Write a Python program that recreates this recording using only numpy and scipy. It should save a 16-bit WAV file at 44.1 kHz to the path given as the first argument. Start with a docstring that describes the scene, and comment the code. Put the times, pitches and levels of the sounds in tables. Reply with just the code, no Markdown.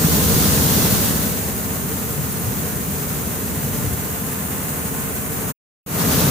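"""Shelled corn falls from an overhead spout onto the heap in a metal grain trailer: kernels click and hiss, the
stream drums the heap and walls, two engines and a conveyor drone behind. The whole scene starts loud with heavy
surges and sinks to a calm level by 1.8 s; stray kernels tick on a rail. Around 4 s the microphone is raised
from the heap towards the spout. At 5.5 s the sound drops out, then it swells back louder. Sources are shaped
noise, random impacts and sines."""
import sys
import numpy as np
from scipy.fft import rfft, irfft, next_fast_len
from scipy.io import wavfile
from scipy.ndimage import map_coordinates

SR = 44100
rng = np.random.default_rng(int(sys.argv[2]) if len(sys.argv) > 2 else 0)


def put_to_file(sound):
    """Save the sound as 16-bit audio at rate SR, in the file named by the first command-line argument."""
    columns = np.atleast_2d(sound).T  # one column per channel
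    safe = np.clip(columns, -1, 1)
    whole_steps = np.round(safe * 32767)
    wavfile.write(sys.argv[1], SR, whole_steps.astype(np.int16))


N = 277918

# Spectra of kernels ploughing, clicking and skittering: (frequency [Hz], relative density [dB])
RUSH_SPECTRUM = [(350, -16.5), (560, -1), (800, -0.5), (950, -1.7), (1450, -1.8), (1900, -4.5), (2300, -8),
                 (2800, -8.5), (3400, -16.5), (5000, -39.5)]
PATTER_SPECTRUM = [(1800, -40), (2800, -2), (3400, 0), (4000, 2), (5100, 1), (6000, 1.5), (7000, -3),
                   (10000, -32)]
HISS_SPECTRUM = [(4500, -45.5), (5600, -15), (6100, -6.5), (6750, -3.5), (7600, -4.5), (8600, -2.5),
                 (9700, -4.5), (12000, -1.5), (13500, -0.5), (14400, 0.5), (15200, 1.5)]
RUSH_FLUTTER_DB, PATTER_FLUTTER_DB, HISS_FLUTTER_DB = 0.68, 1.1, 0.62
SWAY_BEFORE_DB, SWAY_AFTER_DB = 1.3, 5.5  # L-R of the finest hiss, before and after the gap


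def kernels():
    """Kernels plough into the heap, click on each other and skitter down the slope."""
    flow = wobble(rate_hz=45)  # the stream falls in slightly uneven clumps
    rush = shower(RUSH_SPECTRUM, rate_hz=2000, spread_db=3.0, slide_db=-2)
    rush = rush * amp(level("rush") + RUSH_FLUTTER_DB * flow)
    patter = shower(PATTER_SPECTRUM, rate_hz=2500, spread_db=3.5, slide_db=2.5)
    patter = patter * amp(level("patter") + PATTER_FLUTTER_DB * flow)
    hiss = shower(HISS_SPECTRUM, rate_hz=8000, spread_db=3.5, slide_db=0.0)
    hiss = swayed(hiss * amp(level("hiss") + HISS_FLUTTER_DB * flow))
    coarse = reflections(rush + patter, echo_db=-4, reach_s=0.04, count=16)
    return coarse + reflections(hiss, echo_db=-12.5, reach_s=0.02, count=12)


def swayed(hiss):
    """The shortest waves favour one side or the other as the microphone turns."""
    sway_db = np.where(after_gap(), SWAY_AFTER_DB, SWAY_BEFORE_DB)
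    fine = filtered(hiss, lambda hz: np.interp(hz, [10000, 11060, 14100, 15040], [0, 1, 1, 0]))
    return hiss + fine * (amp(np.array([sway_db, -sway_db]) / 2) - 1)


WANDER_MS = 0.35


def reflections(x, echo_db, reach_s, count):
    """Bare metal sides return weak early copies; the hand-held microphone wanders, so the comb moves."""
    out = x.copy()
    hand = wobble(rate_hz=1) * WANDER_MS * SR / 1000  # samples
    echo_gain = amp(echo_db) / np.sqrt(count)
    for side, direct in zip(out, x):
        for place, heading, sign in rng.uniform([0.1, -1, -1], [1, 1, 1], (count, 3)):
            delay = np.rint(place * reach_s * SR + heading * hand).astype(int)
            heard = np.arange(N) - delay
            copy = direct[heard.clip(0, N - 1)] * (heard >= 0)
            side += np.sign(sign) * echo_gain * copy
    return out / np.sqrt(1 + amp(2 * echo_db))


# Spectrum of the falling stream: (frequency [Hz], relative density [dB])
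STREAM_SPECTRUM = [(500, -24), (1000, 9), (2000, 3), (3400, -3), (4400, -10.5), (5300, -13), (6500, 2),
                   (9000, 4), (15000, 10)]
# Lag of the left port as the microphone tilts: (time [s], lag [ms])
PORT_LAG = [(0.8, 0.014), (1.5, -0.0059), (3.4, -0.037), (4.0, 0.035), (4.2, 0.095), (4.6, 0.12),
            (5.5, 0.11), (5.86, -0.036)]


def stream():
    """Kernels jostle as they leave the spout; both ports hear the same sound at slightly shifted times."""
    blows = impacts(rate_hz=3700, spread_db=2)[0]
    jostle = unit(filtered(blows, lambda hz: amp(along(STREAM_SPECTRUM, hz))))
    lag_ms, = curves(PORT_LAG)
    left = map_coordinates(jostle, [np.arange(N) - lag_ms * SR / 1000], order=5)
    return amp(level("stream")) * np.array([left, jostle])


# Spectrum of the nearest kernels: (frequency [Hz], relative density [dB])
CRACKLE_SPECTRUM = [(900, -23.5), (1800, -6.5), (2700, 5.5), (3500, -15), (4500, -3), (6500, -1),
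                    (10000, -1)]


def crackle():
    """Kernels bouncing off the heap nearby click one by one above the hiss."""
    clicks = impacts(rate_hz=220, spread_db=5)
    return amp(level("crackle")) * spread(clicks, lambda hz: amp(along(CRACKLE_SPECTRUM, hz)))


# Spectra of heap thud and box body: (frequency [Hz], relative density [dB])
HEAP_SPECTRUM = [(20, -14), (40, -21), (50, -15), (60, -10.5), (78, -1), (100, -5), (125, -5), (170, -13),
                 (300, -53.5)]
BODY_SPECTRUM = [(80, -24), (120, -2), (145, -3), (180, 1), (225, -2.5), (280, -2.5), (345, -9.5),
                 (440, -7), (520, -12.5), (650, -22.5), (1000, -49.5)]
SURGE_DRUM = 0.22  # share of a surge's dB that reaches the walls


def trailer():
    """Clumps in the stream thud on the heap and set the metal box drumming."""
    surge_db = surges()
    thud = shower(HEAP_SPECTRUM, rate_hz=500, spread_db=1, slide_db=0.5)
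    body = amp(-1.5) * shower(BODY_SPECTRUM, rate_hz=900, spread_db=3.0, slide_db=-1)
    ring = amp(-5.0) * spread(impacts(rate_hz=1200, spread_db=2), walls)
    drum = amp(level("drum") + SURGE_DRUM * surge_db) * (body + ring)
    return amp(level("thud") + surge_db) * thud + drum


# Resonances of panels and hold: (centre [Hz], width [Hz], relative level [dB])
WALL_MODES = [(108, 15, -6.5), (147, 15, -2.5), (231.4, 16, -2.5), (292, 12, -4.5), (386.4, 24, -5),
              (440, 23.3, -2.5)]


def walls(hz):
    """Summed band-pass resonances of the trailer's panels and hold."""
    total = 0
    for centre_hz, width_hz, db in WALL_MODES:
        damping = 1j * hz * width_hz
        total = total + amp(db) * damping / (centre_hz ** 2 - hz ** 2 + damping)
    return total


# Momentary thickening of the stream: (time [s], length between 1/e points [s], extra thud [dB])
SURGES = [(0.117, 0.14, 5), (0.338, 0.09, 10.5), (0.436, 0.068, 6.5), (0.645, 0.19, 1.5), (2.2, 0.09, 6.5),
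          (2.484, 0.059, 11), (3.6, 0.25, 2), (3.862, 0.3, 9), (5.445, 0.08, 7), (6.242, 0.15, 9)]


def surges():
    """Each heavy clump is a bell-shaped swell, in dB."""
    t = np.arange(N) / SR
    return sum(db * np.exp(-(2 * (t - s) / length_s) ** 2) for s, length_s, db in SURGES)


# Dense clumps knocking on the heap: (time [s], pitch [Hz], level before attack and decay [dB])
CLUMPS = [(0.044, 163, -6), (0.363, 162, -13), (2.191, 144, -13), (2.493, 89, -18), (3.262, 207, -15.5),
          (3.651, 146, -15), (3.871, 81, -11), (6.075, 219, -11.5), (6.222, 161, -4.5), (6.276, 155, -5.5)]
CLUMP_ATTACK_S, CLUMP_T60_S = 0.0015, 0.071


def clumps():
    """A dense clump lands with one soft, quickly damped knock: a decaying sine."""
    out = np.zeros(N + SR)
    t = np.arange(SR // 5) / SR
    attack = 1 - np.exp(-t / CLUMP_ATTACK_S)
    for s, hz, db in CLUMPS:
        decay = amp(db - 60 * t / CLUMP_T60_S)
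        out[round(s * SR):][:len(t)] += decay * attack * np.sin(2 * np.pi * hz * t)
    return out[:N]


# Stray kernels on a rail: (time [s], pitch [Hz], level before attack and decay [dB])
TICKS = [(2.3266, 11200, -14), (2.3974, 11000, -14), (2.9084, 10900, -18), (3.9345, 11000, -16.5)]
TICK_ATTACK_S, TICK_T60_S = 0.00043, 0.0095


def ticks():
    """A stray kernel glances off a rail with a tiny high ring."""
    out = np.zeros(N)
    for s, hz, db in TICKS:
        t = np.maximum(np.arange(N) / SR - s, 0)
        attack = 1 - np.exp(-t / TICK_ATTACK_S)
        out += amp(db - 60 * t / TICK_T60_S) * attack * np.sin(2 * np.pi * hz * t)
    return out


# Machine tones; balance depends on where one stands:
# (multiple of the cycle rate, level before the gap [dB], level after it [dB])
FAST_ENGINE = [(4, -43, -49), (5, -44, -44), (6, -42, -42), (7, -41.5, -41), (9, -40.5, -39),
               (10, -40, -38), (14, -49, -47), (16, -47, -45), (18, -49.5, -50), (22, -55, -58),
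               (26, -55, -48), (30, -50.5, -55), (32, -52, -58), (34, -55, -49), (40, -50.5, -52),
               (43, -64, -50.5), (79, -62, -49), (86, -62, -53)]
SLOW_ENGINE = [(4, -53, -56), (12, -47, -43), (13, -37, -33.5), (14, -45.5, -46), (15, -44.5, -45),
               (16, -37.5, -37), (17, -48.5, -47), (18, -43, -43), (21, -51, -50), (29, -52, -55),
               (32, -54, -54), (36, -52, -57)]
CONVEYOR = [(3, -42, -42), (10, -44.5, -42.5), (40, -52, -54)]
FAST_HZ, SLOW_HZ, CONVEYOR_HZ = 15.01, 12.76, 26.03  # cycle rates
ENGINE_DRIFT, CONVEYOR_DRIFT = 0.0015, 0.0022  # share of the speed
HUM_DB_PER_DB = 1  # gain per dB of scene loudness


def machinery():
    """Two engines throb against each other under the conveyor's whine, sinking and rising with the scene."""
    fast = machine(FAST_HZ, FAST_ENGINE, ENGINE_DRIFT)
    slow = machine(SLOW_HZ, SLOW_ENGINE, ENGINE_DRIFT)
    conveyor = machine(CONVEYOR_HZ, CONVEYOR, CONVEYOR_DRIFT)
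    return (fast + slow + conveyor) * amp(HUM_DB_PER_DB * loudness_db())


TONE_DRIFT_DB, PORT_PHASE_RAD = 1.5, 0.38


def machine(cycle_hz, orders, speed_drift):
    """Tones locked to one machine's speed; each drifts in level and in phase at the two moving ports."""
    turns = np.cumsum(cycle_hz * (1 + speed_drift * wobble(rate_hz=1.99))) / SR
    total = np.zeros((2, N))
    for multiple, before_db, after_db in orders:
        phase = 2 * np.pi * (multiple * turns + rng.random())
        tone_db = np.where(after_gap(), after_db, before_db) + TONE_DRIFT_DB * wobble(rate_hz=1.936)
        apart = PORT_PHASE_RAD * wobble(rate_hz=1)
        total += amp(tone_db) * np.sqrt(2) * np.sin([phase + apart, phase - apart])
    return total


# Layers: (level when calm [dB], gain per dB of scene loudness [dB/dB], gain once the microphone is raised [dB],
# gain after the gap [dB])
LAYERS = {"thud": (-33.5, 0.88, -7.5, 1.5), "drum": (-30.5, 0.9, -1, 1.5),
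          "rush": (-34.5, 0.8234, 0.5, 1.8), "patter": (-40, 1.6838, -2, 3), "hiss": (-24, 1, -0.9, 0.5),
          "crackle": (-43.5, 0.82, -3, 2), "stream": (-36.5, 0.74, 6.5, -2.5)}
RAISE_S = (3.76, 4.46)  # microphone goes from heap towards spout: start, end


def level(layer):
    """Layer level in dB: follows the scene's loudness and shifts as the microphone is raised or moved."""
    calm_db, grows, raised_db, moved_db = LAYERS[layer]
    raised = np.interp(np.arange(N) / SR, RAISE_S, [0, 1])
    return calm_db + grows * loudness_db() + raised_db * raised + moved_db * after_gap()


# Loudness of the whole scene: (time [s], level [dB])
LOUDNESS = [(0.0, -24.5), (0.33, -22.5), (0.6, -23), (0.78, -22.5), (1.0, -24.5), (1.25, -27), (1.47, -30.5),
            (1.8, -31), (5.863, -31), (6.13, -23.5), (6.3, -25)]
CALM_DB = -31


def loudness_db():
    """How far the scene's loudness stands above its calm level."""
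    pour_db, = curves(LOUDNESS)
    return pour_db - CALM_DB


GAP_START_S, GAP_END_S = 5.516, 5.863


def after_gap():
    """True from the moment the sound returns."""
    return np.arange(N) / SR > GAP_END_S


def shower(spectrum, rate_hz, spread_db, slide_db):
    """Single impacts over the smooth noise of kernels sliding, in one colour."""
    sliding = amp(slide_db) * rng.standard_normal((2, N))
    blows = impacts(rate_hz, spread_db) + sliding
    return spread(blows, lambda hz: amp(along(spectrum, hz)))


def impacts(rate_hz, spread_db):
    """Two unrelated showers of blows at random moments, with clipped log-normal sizes."""
    struck = rng.random((2, N)) < rate_hz / SR
    sizes = amp(spread_db * rng.standard_normal((2, N)).clip(-2.5, 2.5))
    return unit(struck * sizes * rng.choice([-1, 1], (2, N)))


# Left-right likeness: (frequency [Hz], correlation [-1 to 1])
LIKENESS = [(60, 0.28), (130, 0.76), (260, 0.91), (600, 0.54), (900, 0.25), (1300, -0.33), (2000, 0.28),
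            (2800, 0.16), (3600, 0.36), (4800, -0.056), (5600, 0.21), (8000, -0.017), (15000, 0.04)]


def spread(pair, response):
    """Colour two unrelated signals and mix them to left and right, as alike as the table says."""
    def mid_side(hz):
        angle = np.arccos(np.clip(along(LIKENESS, hz), -1, 1)) / 2
        return response(hz) * np.array([np.cos(angle), np.sin(angle)])
    mid, side = filtered(pair, mid_side)
    return unit(np.array([mid + side, mid - side]))


def amp(db):
    """Decibels to gain."""
    return 10 ** (np.asarray(db) / 20)


def unit(x):
    """Scale to rms 1."""
    return x / np.sqrt(np.mean(x ** 2) + 1e-20)


def along(points, hz):
    """(Hz, value) points read on a log axis."""
    f, v = np.transpose(points)
    return np.interp(np.log(hz + 1), np.log(f + 1), v)


def curves(rows):
    """One value per sample for each column after the time."""
    s, *cols = np.transpose(rows)
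    return [np.interp(np.arange(N) / SR, s, c) for c in cols]


def wobble(rate_hz):
    """A smooth random curve through rate_hz knots a second."""
    knots = rng.standard_normal(int(N * rate_hz / SR) + 4)
    return map_coordinates(knots, [np.arange(N) * rate_hz / SR])


def filtered(x, response):
    """x times a response of frequency."""
    size = next_fast_len(N + SR // 2)
    return irfft(rfft(x, size) * response(np.fft.rfftfreq(size, 1 / SR)), size)[..., :N]


# Lean to one side: (frequency [Hz], L-R [dB])
LEAN = [(60, 1), (200, 1.6), (700, 0.3), (1000, -0.5), (1450, -5), (1900, -1.5), (2300, 1), (3600, -1),
        (6500, -0.6), (9600, 0.5), (13000, -1.8), (15000, -0.5)]


def scene():
    """Corn, trailer and machinery, each pitch leaning a little to one side."""
    corn = kernels() + stream() + crackle()
    mix = corn + trailer() + clumps() + ticks() + machinery()
    return filtered(mix, lambda hz: amp(np.array([along(LEAN, hz), -along(LEAN, hz)]) / 2))


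LOW_CUT_HZ, TOP_HZ = 47, 15560
FADE_OUT_S, FADE_IN_S, FADE_IN_FROM = 0.0174, 0.085, 0.309  # last: starting gain


def record(dry):
    """The microphone sheds deep bass, the sound cuts out and fades back in, the top is band-limited."""
    thinned = filtered(dry, lambda hz: hz ** 2 / np.sqrt(hz ** 4 + LOW_CUT_HZ ** 4))
    t = np.arange(N) / SR
    drop = np.clip((GAP_START_S - t) / FADE_OUT_S + 0.5, 0, 1)
    swell = after_gap() * np.interp(t, [GAP_END_S, GAP_END_S + FADE_IN_S], [FADE_IN_FROM, 1])
    return filtered(thinned * (drop + swell), lambda hz: np.clip((TOP_HZ - hz) / 120 + 0.5, 0, 1))


dry = scene()
out = record(dry)
put_to_file(out)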